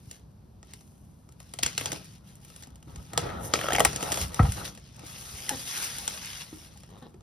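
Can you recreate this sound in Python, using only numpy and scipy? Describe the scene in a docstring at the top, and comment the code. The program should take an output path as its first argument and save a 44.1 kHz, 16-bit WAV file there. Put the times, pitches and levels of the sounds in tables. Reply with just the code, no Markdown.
"""Shrink film is stripped off a cardboard box on a wooden table, heard close up in stereo in a small room.
The film snaps and rips in noise bursts and plucked tones; it slides off in a hiss of tiny noise grains.
Hands rub and knock the box (noise through its resonances), which rocks and drops on the table (low tones).
A fingertip squeaks on it (sawtooth jerks). A soft echo and a low murmur of the room surround it all."""
import sys
import numpy as np
from scipy import signal
from scipy.fft import rfft, irfft, next_fast_len
from scipy.io import wavfile
from scipy.ndimage import uniform_filter1d, map_coordinates

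SR = 44100
rng = np.random.default_rng(int(sys.argv[2]) if len(sys.argv) > 2 else 0)


def store_wav(level_fs):
    """Save 16-bit WAV to argv[1]."""
    pcm = np.round(np.clip(np.atleast_2d(level_fs), -1, 1) * 32767)
    wavfile.write(sys.argv[1], SR, pcm.T.astype(np.int16))


N = 318402
TIME = np.arange(N) / SR
HIT = TIME[:SR // 3]  # time axis of one short sound, s

# Levels in the tables are relative: later steps mix, colour and turn the sounds down further.
# t60 is the time to fade by 60 dB. Spectra are scaled to the same energy, so only their shape counts.

# Pulls that slide the loose film over the box: start_s, length_s, rustle_db, hiss_db, swell_db (start to end)
FILM_PULLS = [(0.0, 0.15, -64.5, -65.5, 12), (0.645, 0.065, -65, -76, 14), (0.765, 0.6, -82, -72, -13),
              (1.407, 0.14, -64, -68, 1), (1.798, 0.17, -48, -50, -5), (1.963, 0.2, -57.5, -63.5, -5),
              (2.28, 0.096, -63.5, -66, -10), (2.431, 0.18, -60, -61.5, 6),
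              (2.885, 0.45, -60.5, -64.5, 6.5), (3.452, 0.034, -53.5, -43, -7.5),
              (3.554, 0.41, -42, -48.5, -2.5), (4.018, 0.07, -43, -43.5, 1), (4.118, 0.11, -37.5, -38.5, 4),
              (4.33, 0.27, -47, -49, 7.5), (4.642, 0.012, -40, -45.5, 9.5), (4.757, 0.34, -59.5, -74, 5),
              (5.068, 0.56055, -46, -47, 7.5), (5.675, 0.19, -37, -39, 2), (5.893, 0.29, -42.5, -45, -2.5),
              (6.227, 0.19, -43, -48.5, -1), (6.43, 0.24, -54.5, -57, 0.5), (6.72, 0.38, -67, -74, -14.5)]
PULL_RISE, PULL_FALL = 360, 293  # dB per s before and after a pull
# Crinkling after a snap: rustle and hiss against the snap level (dB), fall (dB per s)
SETTLE_DB, SETTLE_HISS_DB, SETTLE_FALL = -28, -42, 146
HELD_DB = -7.5  # box share above which a crease lies against the cardboard and settles less
# Stray ticks: their level (dB) at this rustle level (dB), and dB of change per dB of rustle
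TICK_DB, TICK_AT_DB, TICK_FOLLOWS = -58.5, -46.5, 0.65
# Flipping facets of loose film: how many per s, middle pitch (Hz), cycles to t60, level against the rustle (dB)
FACETS_PER_S, FACET_HZ, FACET_CYCLES, FACET_DB = 460, 3020, 18, -11
# Spectrum of the film's rustle: freq_hz, level_db
RUSTLE_SPECTRUM = [(200, -25), (700, -6.5), (1200, -7), (2900, -1.5), (4300, -4), (5700, -0.5),
                   (7500, -7.5), (10000, -12.5), (15500, -39.5)]
# Spectrum of the film's fine hiss: freq_hz, level_db
HISS_SPECTRUM = [(3000, -43), (6000, 2), (7500, -0.5), (9800, 4), (11500, -1), (13300, -1.5), (15500, -7.5)]

# The box rocking on the table, and bouncing after its drop (rows after 4.42 s): start_s, level_db, pitch_hz (of
# the push of air)
BOX_THUMPS = [(0.074, -36.5, 110), (1.64, -37, 70), (2.972, -35, 65), (3.234, -32, 133),
              (3.864, -27, 70.8), (4.216, -26.5, 77.1), (4.248, -31, 70.5), (4.429, -12, 92.5),
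              (4.445, -17, 124), (4.487, -18, 93), (4.678, -35.5, 111), (5.335, -36, 72.4)]
# Ringing of the table top under the box: pitch_hz, level_db, t60_s
TABLE_MODES = [(67, 0.5, 0.34), (132, 0, 0.24), (187.72, -7, 0.39)]

# Creases snapping through: start_s, level_db, box_share_db, sizzle_share_db
FILM_SNAPS = [(0.1118, -29, -16, -13), (0.6286, -38.5, -4, -40), (0.7355, -29.5, -13.5, -14),
              (0.8086, -44.5, -10, -15), (1.29, -46, -7, -13.5), (1.322, -47, -17, -10),
              (1.4016, -36, -4, -11), (1.537, -26.5, -8.5, -13.5), (1.5881, -19.5, -11.5, -20),
              (1.6282, -20.5, -12, -16), (1.632, -7, -19, -14), (1.662, -10.5, -19, -20),
              (1.7781, -10.5, -21, -16), (1.8574, -15, -12.5, -18.5), (1.918, -16.5, -11.5, -15),
              (1.9288, -22, -3, -12), (2.3545, -47, -21, -3), (2.4478, -40, -19, -6),
              (2.501, -41.5, -7, -11), (2.5615, -38, -8, -8), (2.6238, -33.5, -13, -13),
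              (2.6348, -32.5, -19, -25), (2.671, -42.5, -6, -11), (2.7566, -43, -27, -10),
              (2.827, -42, -6, -14), (2.9588, -32.5, -3.5, -20), (3.133, -27.5, 3, -12),
              (3.176, -8, -7.5, -15.5), (3.537, -5.5, -12.5, -43), (3.732, -15, -2, -9),
              (3.762, -15, -9.5, -24.5), (3.795, -16, -24.5, -6.5), (3.803, -13.5, -4, -6.5),
              (3.8491, -7, -18, -7.5), (3.853, -13, 0.5, -18), (3.93, -26, -3, -22),
              (3.9599, -16.5, -12, -14.5), (4.008, -24.5, -1.5, -19.5), (4.0271, -18, 0.5, -12.5),
              (4.036, -23, -16, -11.5), (4.119, -13.5, -12, -13), (4.124, -16.5, -6, -10),
              (4.142, -18, -19, -15), (4.1728, -19.5, -5, -18), (4.214, -19.5, -26, -11),
              (4.3436, -23.5, -26, -9.5), (4.5204, -24, -24.5, -6), (4.75, -36, -24, -12),
              (4.7746, -34.5, -5, -20), (4.993, -36, -26, -14), (5.4924, -12.5, -32, -11),
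              (5.766, -24, -22, -12), (5.824, -27, -10, -2), (5.777, -25.5, -16, -4),
              (5.8438, -24, -19, -6), (5.984, -25.5, -34.5, -6.5), (6.0782, -14, -14, -16),
              (6.1439, -34, -19.5, -23.5), (6.773, -41, -25, -12), (6.834, -39, -7.5, -17),
              (7.142, -48.5, -2, -24), (7.207, -49.5, -0.5, -25)]
# Spectrum of a snap: freq_hz, level_db
SNAP_SPECTRUM = [(150, -20.5), (600, -14.5), (1500, -5), (2800, 0.5), (4300, -2.5), (5600, 0.5),
                 (8000, 5.5), (11000, -38), (15500, -8)]
# Spectrum of the finer sizzle of a snap: freq_hz, level_db
SIZZLE_SPECTRUM = [(2000, -41), (5000, -23.5), (7500, 11), (10500, 3.5), (13300, -2.5), (15500, 4.5)]
# Resonances of the cardboard panels: pitch_hz, width_hz, level_db
BOX_MODES = [(295, 72, -2), (410, 35, -1), (487, 68, -1.5), (675, 84, -0.5), (748, 99, -0.5),
             (947, 224, -8.5), (1110, 47, -10), (1285, 100, -5.5), (1887, 101.32, -14.5),
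             (2320, 330, -20.5)]

# Hands dragging on the box and shifting it: start_s, length_s, rub_db, rumble_db, swell_db (start to end)
HAND_DRAGS = [(1.614, 0.04666, -55, -46, 0), (1.818, 0.14, -45, -46.5, 0), (2.095, 0.66, -66.5, -58.5, 4.5),
              (2.884, 0.12, -54, -47, 1), (3.12, 0.075, -43, -44.5, 10), (3.236, 0.067, -34.5, -41.5, -3.5),
              (3.334, 0.26, -40, -42, -6), (3.563, 0.24, -35.5, -43, 10), (3.873, 0.35, -41, -44.5, 8),
              (4.3, 0.16, -42, -48, 9.5), (4.571, 0.1, -40.5, -44, -6), (4.981, 0.67, -54, -52, -1),
              (5.745, 0.42, -51, -53.5, -0.5), (6.177, 0.56, -62.5, -67, 2), (6.898, 0.16, -59.5, -70.5, 3)]
DRAG_RISE, DRAG_FALL = 680, 185  # dB per s before and after a drag
RUMBLE_RISE, RUMBLE_FALL = 249.2, 66  # dB per s: the heavy box starts and stops more slowly
# Spectrum of skin rasping on cardboard: freq_hz, level_db
RASP_SPECTRUM = [(300, 6), (600, 0), (1100, 3), (1450, -18), (1800, -7), (2500, -18), (3200, -6),
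                 (3900, -5), (4400, -15), (10000, -32)]
# Spectrum of the box shifting on the table: freq_hz, level_db
RUMBLE_SPECTRUM = [(20, -32), (38, -9), (70, -2), (95, -2), (135, 0), (200, -9), (800, -45)]

# The rip advancing in jerks: start_s, crack_db, low_pitch_hz, low_db, high_pitch_hz, high_db (film tones)
FILM_RIPS = [(1.81, -18.5, 720, -24.5, 2100, -28), (3.538, -22.5, 610, -20, 1280, -9.5),
             (3.556, -20, 605, -22.5, 2330, -13), (3.59, -21, 590, -22, 2200, -26),
             (3.612, -20.5, 1280, -16, 1750, -22.5), (3.637, -24.5, 1100, -29.5, 2700, -20.5),
             (3.6423, -23.5, 580, -15.5, 1340, -19), (3.657, -31.5, 650, -30, 1300, -18.5),
             (3.665, -24.5, 853, -23.5, 1290, -20.5), (3.685, -18, 595, -14, 1300, -9.5),
             (3.705, -20, 708, -12, 1600, -18.5), (3.7215, -17.5, 720, -13.5, 1800, -12),
             (3.734, -18.5, 800, -12.5, 1830, -22), (3.749, -14.5, 1850, -15.5, 3130, -12),
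             (3.7526, -14.5, 720, -14.5, 2100, -18.5), (3.762, -19, 869.5, -26.5, 2550, -19.5),
             (3.7835, -15, 760, -7.5, 2120, -6.5), (3.796, -20.5, 785, -14.5, 2000, -16),
             (3.8029, -8, 1156, -2.5, 2750, -10.5), (3.8055, -16.5, 668, -3.5, 1900, -15),
             (3.85, -6, 1390, -7.5, 2560, -1)]
LOW_CYCLES, HIGH_CYCLES = 13.7, 23.5  # cycles until a pluck of the film has faded by 60 dB
# Spectrum of a tear: freq_hz, level_db
RIP_SPECTRUM = [(120, -21.5), (450, 0), (800, -4), (1600, -1), (2500, -1.5), (3200, 1), (4200, -19.5),
                (6000, -9.5), (15500, -17)]

# Hands and table knocking on the box: start_s, level_db, pitch_hz (of the struck panel)
BOX_KNOCKS = [(1.814, -32.5, 283), (1.926, -33.5, 295), (2.673, -41, 265), (2.872, -41, 310),
              (3.177, -22, 482), (4.393, -11.5, 1273), (4.394, -25.5, 2095), (4.396, -12, 743),
              (5.035, -38, 294), (6.528, -30.5, 309), (6.758, -48.5, 825), (7.144, -42, 367)]
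# Stretched film chattering over an edge of the box: start_s, length_s, level_db, pitch_hz
FILM_CHATTERS = [(3.232, 0.077, -46, 1840), (4.063, 0.05, -37.5, 724), (4.418, 0.042, -39, 780),
                 (5.764, 0.057, -47.5, 1370), (6.236, 0.049, -47.5, 2400)]
CHATTER_RISE, CHATTER_FALL = 350, 430  # dB per s before and after a chatter
# The box dropping on the table: time (s), level (dB)
LAND_S, LAND_DB = 4.3977, -4.5
# Its first and last pitch (Hz), time scale of the sinking pitch (s), t60 (s)
LAND_START_HZ, LAND_END_HZ, LAND_SINK_S, LAND_T60 = 192, 57.3, 0.009, 0.11
# Two squeaks of a fingertip sticking and slipping, each a list of: time_s, slips_per_s (on average), level_db
FINGER_SQUEAKS = [
    [(5.483, 2030, -29), (5.494, 1880, -40), (5.496, 910, -34), (5.513, 790, -30), (5.516, 275, -35.5),
     (5.550, 250, -34.5), (5.568, 170, -67)],
    [(6.89, 62, -57), (6.94, 77, -57.5), (6.985, 85, -52.5), (7.005, 200, -88.5), (7.026, 224, -41),
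     (7.050, 220, -51), (7.068, 120, -46), (7.085, 140, -73)],
]
# Colour of the box under a slipping finger: freq_hz, level_db
FINGER_SPECTRUM = [(100, -1), (270, -2.5), (430, 7), (600, -6), (850, 2), (1150, -20), (1400, -7),
                   (1900, 7.5), (4000, -8.5)]

# Spectrum of the room's low murmur: freq_hz, level_db
AMBIENCE_SPECTRUM = [(20, -25.5), (38, -5.5), (60, 2.5), (190, -1), (270, -10.5), (450, -17.5),
                     (1000, -22.5), (2000, -37.5), (5000, -37), (15500, -42)]
# How long the room echoes: freq_hz, t60_s
ROOM_ECHO = [(100, 0.5), (600, 0.21), (3000, 0.15), (8000, 0.11), (16000, 0.17)]
# How alike left and right are: freq_hz, likeness (0 to 1; anything above counts as 1)
STEREO_LIKENESS = [(60, 1), (200, 0.88), (500, 0.2139), (1500, 0.27), (3000, 0.68), (6000, 0.46),
                   (7500, 1.11), (9200, 0.42), (10700, 1.4), (13000, 1.2)]
# Phase of left ahead of right: freq_hz, lead_radians
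STEREO_LEAD = [(600, 0), (950, .3), (1800, .1), (3100, 1), (4600, .2), (5400, -.1), (6800, -3.05),
               (8000, -3.2), (10400, -6.15), (11900, -6.35), (13800, -9.3)]
# How much louder left is than right: freq_hz, tilt_db
STEREO_TILT = [(100, 0.05), (400, 1.5), (2400, 1.1), (3500, 3.5), (5600, 2.8), (7000, 0.69)]
TOP_HZ = 16000  # upper band limit


def amp(db):
    """Decibels to gain."""
    return 10 ** (np.asarray(db) / 20)


def unit(x):
    """Scale to an average strength (rms) of 1."""
    return x / np.sqrt(np.mean(x ** 2) + 1e-20)


def along(points, hz):
    """Read a (frequency, value) table between its points, on a log frequency axis."""
    f, v = np.transpose(points)
    return np.interp(np.log(hz + 1), np.log(f + 1), v)


def curves(rows):
    """One line of values over time for each column after the time."""
    s, *cols = np.transpose(rows)
    return [np.interp(TIME, s, c) for c in cols]


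def filtered(x, response):
    """Multiply the spectrum of x by a function of frequency."""
    n = x.shape[-1]
    m = next_fast_len(n + SR // 4)
    return irfft(rfft(x, m) * response(np.fft.rfftfreq(m, 1 / SR)), m)[..., :n]


def coloured(x, spectrum):
    """Give x a spectrum, by a filter of unit energy that never sounds before its input."""
    size = 4096
    hz = np.fft.rfftfreq(size, 1 / SR)
    # folding the cepstrum forward puts all of the filter after time zero
    cepstrum = irfft(np.log(amp(along(spectrum, hz))))
    cepstrum[1:size // 2] *= 2
    cepstrum[size // 2 + 1:] = 0
    kernel = irfft(np.exp(rfft(cepstrum)))
    kernel = kernel / np.linalg.norm(kernel)
    return signal.fftconvolve(x, kernel[None], axes=1)[:, :x.shape[1]]


def cardboard(hz, damping=1):
    """Resonances of the box panels, of unit mean power; a hand lying on them (damping) widens them."""
    response = 0
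    for k, (centre, width, db) in enumerate(BOX_MODES):
        loss = 1j * hz * width * damping
        # the sign flips from one resonance to the next
        response = response + (-1) ** k * amp(db) * loss / (centre * centre - hz * hz + loss)
    return response / np.sqrt(np.mean(abs(response) ** 2))


def fade(t60, attack):
    """Loudness shape of one blow: a quick rise, then a steady fall in dB."""
    return amp(-60 * HIT / max(t60, .002)) * (1 - np.exp(-HIT / attack))


def tone(hz, t60, attack):
    """One struck resonance: a fading sine."""
    return fade(t60, attack) * np.sin(2 * np.pi * hz * HIT)


def burst(t60, attack, lumps_db=1.5):
    """Two fading noises, lumpy with tiny slips, each with the energy of its fade."""
    shape = fade(t60, attack)
    slow_noise = uniform_filter1d(rng.standard_normal(len(HIT)), size=24)
    lumps = amp(lumps_db * unit(slow_noise))
    x = shape * lumps * rng.standard_normal((2, len(HIT)))
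    return x * np.linalg.norm(shape) / np.linalg.norm(x, axis=1, keepdims=True)


def add(track, s, sound):
    """Mix a sound into the track at time s."""
    part = track[..., max(round(s * SR), 0):][..., :sound.shape[-1]]
    part += sound[..., :part.shape[-1]]


def wobble(rate):
    """A smooth random curve through this many random points per second."""
    return map_coordinates(rng.standard_normal(int(N * rate / SR) + 4), [TIME * rate / SR])


def crackle(rate, spread_db, life, smooth):
    """Noise of rms about 1: tiny bursts of scattered size over a share of smooth friction."""
    starts = rng.random(N) < rate / SR
    sizes = starts * amp(spread_db * np.minimum(rng.standard_normal(N), 2.5))
    power = signal.lfilter([1], [1, -np.exp(-2 / (life * SR))], sizes ** 2)
    share = np.clip(smooth, 0, 1)
    return np.sqrt(share + (1 - share) * power / power.mean()) * rng.standard_normal((2, N))


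def patchy(x, depth_db):
    """The colour of a moving sheet shifts from moment to moment; rms 1."""
    z = signal.stft(x, nperseg=512)[2]
    field = rng.standard_normal(z.shape[1:])
    field = uniform_filter1d(field, size=4, axis=0)  # blur over frequency
    field = uniform_filter1d(field, size=6, axis=1)  # blur over time
    return unit(signal.istft(z * amp(depth_db * unit(field)), nperseg=512)[1][:, :N])


def stroke(start, length, swell_db, rise, fall):
    """Power of one movement: it gathers speed, swells or slackens evenly, and dies away (dB per s)."""
    t = TIME - start
    swell = swell_db * (np.clip(t / length, 0, 1) - .5)
    db = swell + rise * np.minimum(t, 0) - fall * np.maximum(t - length, 0)
    return np.exp(np.log(10) / 10 * np.maximum(db, -150))


def film_motion():
    """Gains of rustle and hiss: the film sounds while it is pulled and goes on settling after every snap."""
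    kicks = np.zeros(N)
    for s, db, box_db, _ in FILM_SNAPS:
        kicks[round(s * SR)] += amp(db) ** 2 / (1 + amp(box_db - HELD_DB) ** 2)
    settling = signal.lfilter([1], [1, -amp(-SETTLE_FALL / SR) ** 2], kicks)
    rustle_power = amp(SETTLE_DB) ** 2 * settling
    hiss_power = amp(SETTLE_HISS_DB) ** 2 * settling
    for start, length, rustle_db, hiss_db, swell_db in FILM_PULLS:
        power = stroke(start, length, swell_db, PULL_RISE, PULL_FALL)
        rustle_power += amp(rustle_db) ** 2 * power
        hiss_power += amp(hiss_db) ** 2 * power
    return np.sqrt(rustle_power), np.sqrt(hiss_power)


def facets():
    """Small facets of loose film flip and ring briefly; pitch wanders as the folds change size; rms 1."""
    count = int(FACETS_PER_S * N / SR)
    t = HIT[:SR // 80]
    pitch, size, aside = rng.standard_normal((count, 3)).T
    starts = rng.integers(N - len(t), size=count)
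    hz = FACET_HZ * np.exp(0.3 * pitch + 0.22 * wobble(16)[starts])
    hz = np.clip(hz, SR / 50, SR / 4)[:, None]
    gain = amp(3.8 * np.minimum(size, 1.8))[:, None]
    grains = gain * amp(-60 * hz * t / FACET_CYCLES) * np.sin(2 * np.pi * hz * t)
    grains_aside = grains * np.tanh(aside)[:, None]  # each facet gets its own place in stereo
    at = (starts[:, None] + np.arange(len(t))).ravel()
    return unit(np.array([np.bincount(at, g.ravel(), N) for g in (grains, grains_aside)]))


def sliding_film():
    """Countless creases give way and facets flip as loose film slides in surges; larger ones tick."""
    rustle_gain, hiss_gain = film_motion()
    surge_db = 2.16 * wobble(40) + 1.0 * wobble(13)
    creases = patchy(crackle(rate=700, spread_db=6.0, life=0.0016, smooth=0.57), depth_db=2.5)
    rustle = coloured(creases, RUSTLE_SPECTRUM) + amp(FACET_DB) * facets()
    rustle = rustle_gain * amp(surge_db - 2.0) * rustle
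    fine = crackle(rate=790, spread_db=4.0, life=0.0006, smooth=0.65)
    hiss = hiss_gain * amp(surge_db - 1.3) * coloured(fine, HISS_SPECTRUM)
    tick_gain = amp(TICK_DB) * (rustle_gain / amp(TICK_AT_DB)) ** TICK_FOLLOWS
    ticks = tick_gain * crackle(rate=45, spread_db=3.0, life=0.0027, smooth=0)
    tick_sound = coloured(ticks, SNAP_SPECTRUM) + amp(3.0) * coloured(ticks, SIZZLE_SPECTRUM)
    return rustle + hiss + tick_sound


def murmur():
    """The low murmur of the room is steady noise, strongest in the bass."""
    return amp(-52.5) * coloured(rng.standard_normal((2, N)), AMBIENCE_SPECTRUM)


def thumps():
    """The box rocks, and bounces after its drop: each contact is one short push of air and a weak ring of the
    table."""
    table = np.zeros((2, N))
    ring = sum(amp(db) * tone(hz, t60, attack=0.0023) for hz, db, t60 in TABLE_MODES)
    for s, db, hz in BOX_THUMPS:
        cycles = hz * HIT
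        push = np.sin(2 * np.pi * cycles) * np.exp(-((cycles - .5) / 0.95) ** 2)
        add(table[0], s, -amp(db) * (push + amp(-18.0) * ring))
    return table


def snaps():
    """A crease flips with a crack, sheds a finer sizzle and jolts the panel beneath it."""
    cracks, sizzle, jolts = np.zeros((3, 2, N))
    for s, db, box_db, sizzle_db in FILM_SNAPS:
        add(cracks, s, amp(db - 5.0) * burst(t60=0.023, attack=0.00019))
        add(sizzle, s, amp(db + sizzle_db + 6.0) * burst(t60=0.023, attack=0.00025))
        add(jolts, s, amp(db + box_db + 1.5) * burst(t60=0.013, attack=0.00027))
    film = coloured(cracks, SNAP_SPECTRUM) + coloured(sizzle, SIZZLE_SPECTRUM)
    return film + filtered(jolts, cardboard)


def rubbing():
    """Fine slips of the hands rasp and excite the panels, which the hands also damp."""
    power = np.zeros(N)
    for start, length, rub_db, _, swell_db in HAND_DRAGS:
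        power += amp(rub_db) ** 2 * stroke(start, length, swell_db, DRAG_RISE, DRAG_FALL)
    slips = patchy(crackle(rate=380, spread_db=3.5, life=0.0022, smooth=0.47), depth_db=2.5)
    pressure = amp(1.2 * wobble(35))

    def damped_panels(hz):
        return cardboard(hz, damping=1.27) * (1 + hz / 2200) / (1 + (hz / 2400) ** 4)

    panels = unit(filtered(slips, damped_panels))
    skin = coloured(rng.standard_normal((2, N)), RASP_SPECTRUM)
    return np.sqrt(power) * pressure * (amp(-3.0) * panels + amp(-11.5) * skin)


def shifting():
    """The box rumbles as each drag turns it on the table."""
    power = np.zeros(N)
    for start, length, _, rumble_db, swell_db in HAND_DRAGS:
        power += amp(rumble_db) ** 2 * stroke(start, length, swell_db, RUMBLE_RISE, RUMBLE_FALL)
    return np.sqrt(power) * coloured(rng.standard_normal((2, N)), RUMBLE_SPECTRUM)


def rips():
    """Each jerk of the tear cracks, plucks two tones of the film like a drum skin, and rings the box."""
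    tears, skin = np.zeros((2, 2, N))
    for s, crack_db, low_hz, low_db, high_hz, high_db in FILM_RIPS:
        add(tears, s, amp(crack_db - 3.0) * burst(t60=0.02, attack=0.00046))
        add(skin[0], s, amp(low_db) * tone(low_hz, t60=LOW_CYCLES / low_hz, attack=0.001))
        add(skin[0], s, amp(high_db) * tone(high_hz, t60=HIGH_CYCLES / high_hz, attack=0.001))
    return coloured(tears, RIP_SPECTRUM) + skin + amp(-8.0) * filtered(tears, cardboard)


def knocks():
    """A blow rings the struck panel for a few cycles; a low-pitched blow stirs the other panels less."""
    panel, blows = np.zeros((2, 2, N))
    for s, db, hz in BOX_KNOCKS:
        add(panel[0], s, amp(db) * tone(hz, t60=0.029 + 13 / hz, attack=0.00042))
        add(blows, s, amp(db + 1.5) * hz / 1200 * burst(t60=0.035, attack=0.00095))
    return panel + filtered(blows, lambda hz: cardboard(hz) * hz / (hz + 450))


def chatter():
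    """Quick uneven slips over an edge drive a broad resonance of the stretched film."""
    out = np.zeros((2, N))
    for start, length, db, hz in FILM_CHATTERS:
        slips = crackle(rate=230, spread_db=0.5, life=0.0024, smooth=0.1)
        ring = unit(signal.lfilter(*signal.iirpeak(hz, 3.5, SR), slips))
        power = stroke(start, length, 0, CHATTER_RISE, CHATTER_FALL)
        out += amp(db) * np.sqrt(power) * ring
    return out


def landing():
    """The box hits the table: a thud whose pitch sinks as the air cushion beneath it escapes."""
    hz = LAND_END_HZ + (LAND_START_HZ - LAND_END_HZ) * np.exp(-HIT / LAND_SINK_S)
    wave = np.sin(2 * np.pi * np.cumsum(hz) / SR)
    thud = np.zeros((2, N))
    add(thud[0], LAND_S, amp(LAND_DB) * fade(LAND_T60, attack=0.0021) * wave)
    return thud


def squeaks():
    """Skin slips on the box in sawtooth jerks: fast slips sing cleanly, slow ones rasp."""
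    jerks, rasp = np.zeros((2, 2, N))
    for rows in FINGER_SQUEAKS:
        rate, db = curves(rows)
        on = (TIME > rows[0][0]) & (TIME < rows[-1][0])
        uneven_rate = rate * (1 + wobble(303) / np.sqrt(rate))
        phase = (2 * np.pi * np.cumsum(uneven_rate) / SR)[on]
        saw = 0
        for k in range(1, 8):  # overtones, weaker the higher they lie
            saw = saw + np.sin(k * phase) / k ** 0.65 / (1 + (k * rate[on] / 1500) ** 4)
        jerks[0, on] += amp(db[on]) * unit(saw)
        # one puff of noise per slip
        puffs = unit((1 + np.cos(phase)) ** 4 * rng.standard_normal((2, len(phase))))
        rasp[:, on] += amp(db[on] - 4.5) * (200 / rate[on]) ** 0.56 * puffs
    return amp(-6.0) * coloured(jerks, FINGER_SPECTRUM) + coloured(rasp, RASP_SPECTRUM)


def room(x):
    """The walls answer with a quickly swelling echo, each frequency dying at its own speed."""
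    hz, t, z = signal.stft(rng.standard_normal((2, SR // 2)), SR, nperseg=256)
    decay = amp(-60 * t / along(ROOM_ECHO, hz)[:, None])
    tail = signal.istft(z * decay, SR, nperseg=256)[1]
    tail = tail * (1 - np.exp(-TIME[:tail.shape[1]] / 0.00088))
    return signal.fftconvolve(x[:1], tail / np.linalg.norm(tail[0]), axes=1)[:, :N]


def stereo(pair):
    """A shared and an unshared part make left and right, whose phases differ by a table over frequency."""
    def split(hz):
        turn = np.arccos(np.clip(along(STEREO_LIKENESS, hz), 0, 1)) / 2
        return np.array([np.cos(turn), 1j * np.sin(turn)])

    sides = np.array([[.5], [-.5]])  # left and right each take half of a difference

    def left_right(hz):
        return amp(sides * along(STEREO_TILT, hz)) * np.exp(1j * sides * along(STEREO_LEAD, hz))

    shared, apart = filtered(pair, split)
    return filtered(np.array([shared + apart, shared - apart]), left_right)


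def scene():
    """Film, box and table in a murmuring room; hits sound much alike on left and right."""
    # the two rows are the shared and the unshared part; hits have less of the second
    hits = (snaps() + rips() + knocks() + squeaks()) * amp([[0], [-5]])
    near = sliding_film() + hits + rubbing() + chatter()
    low = thumps() + shifting() + landing()
    return stereo(near + amp(-10.5) * room(near) + low + murmur())


def record(dry):
    """Thin the deepest bass, round off the sharpest peaks and cut all above the band limit."""
    thinned = signal.sosfilt(signal.butter(4, 40, "highpass", fs=SR, output="sos"), dry)
    rounded = thinned / (1 + (thinned / .9) ** 4) ** .25
    return filtered(rounded, lambda hz: 1 / (1 + (hz / TOP_HZ) ** 80))


dry = scene()
out = record(dry)
store_wav(out)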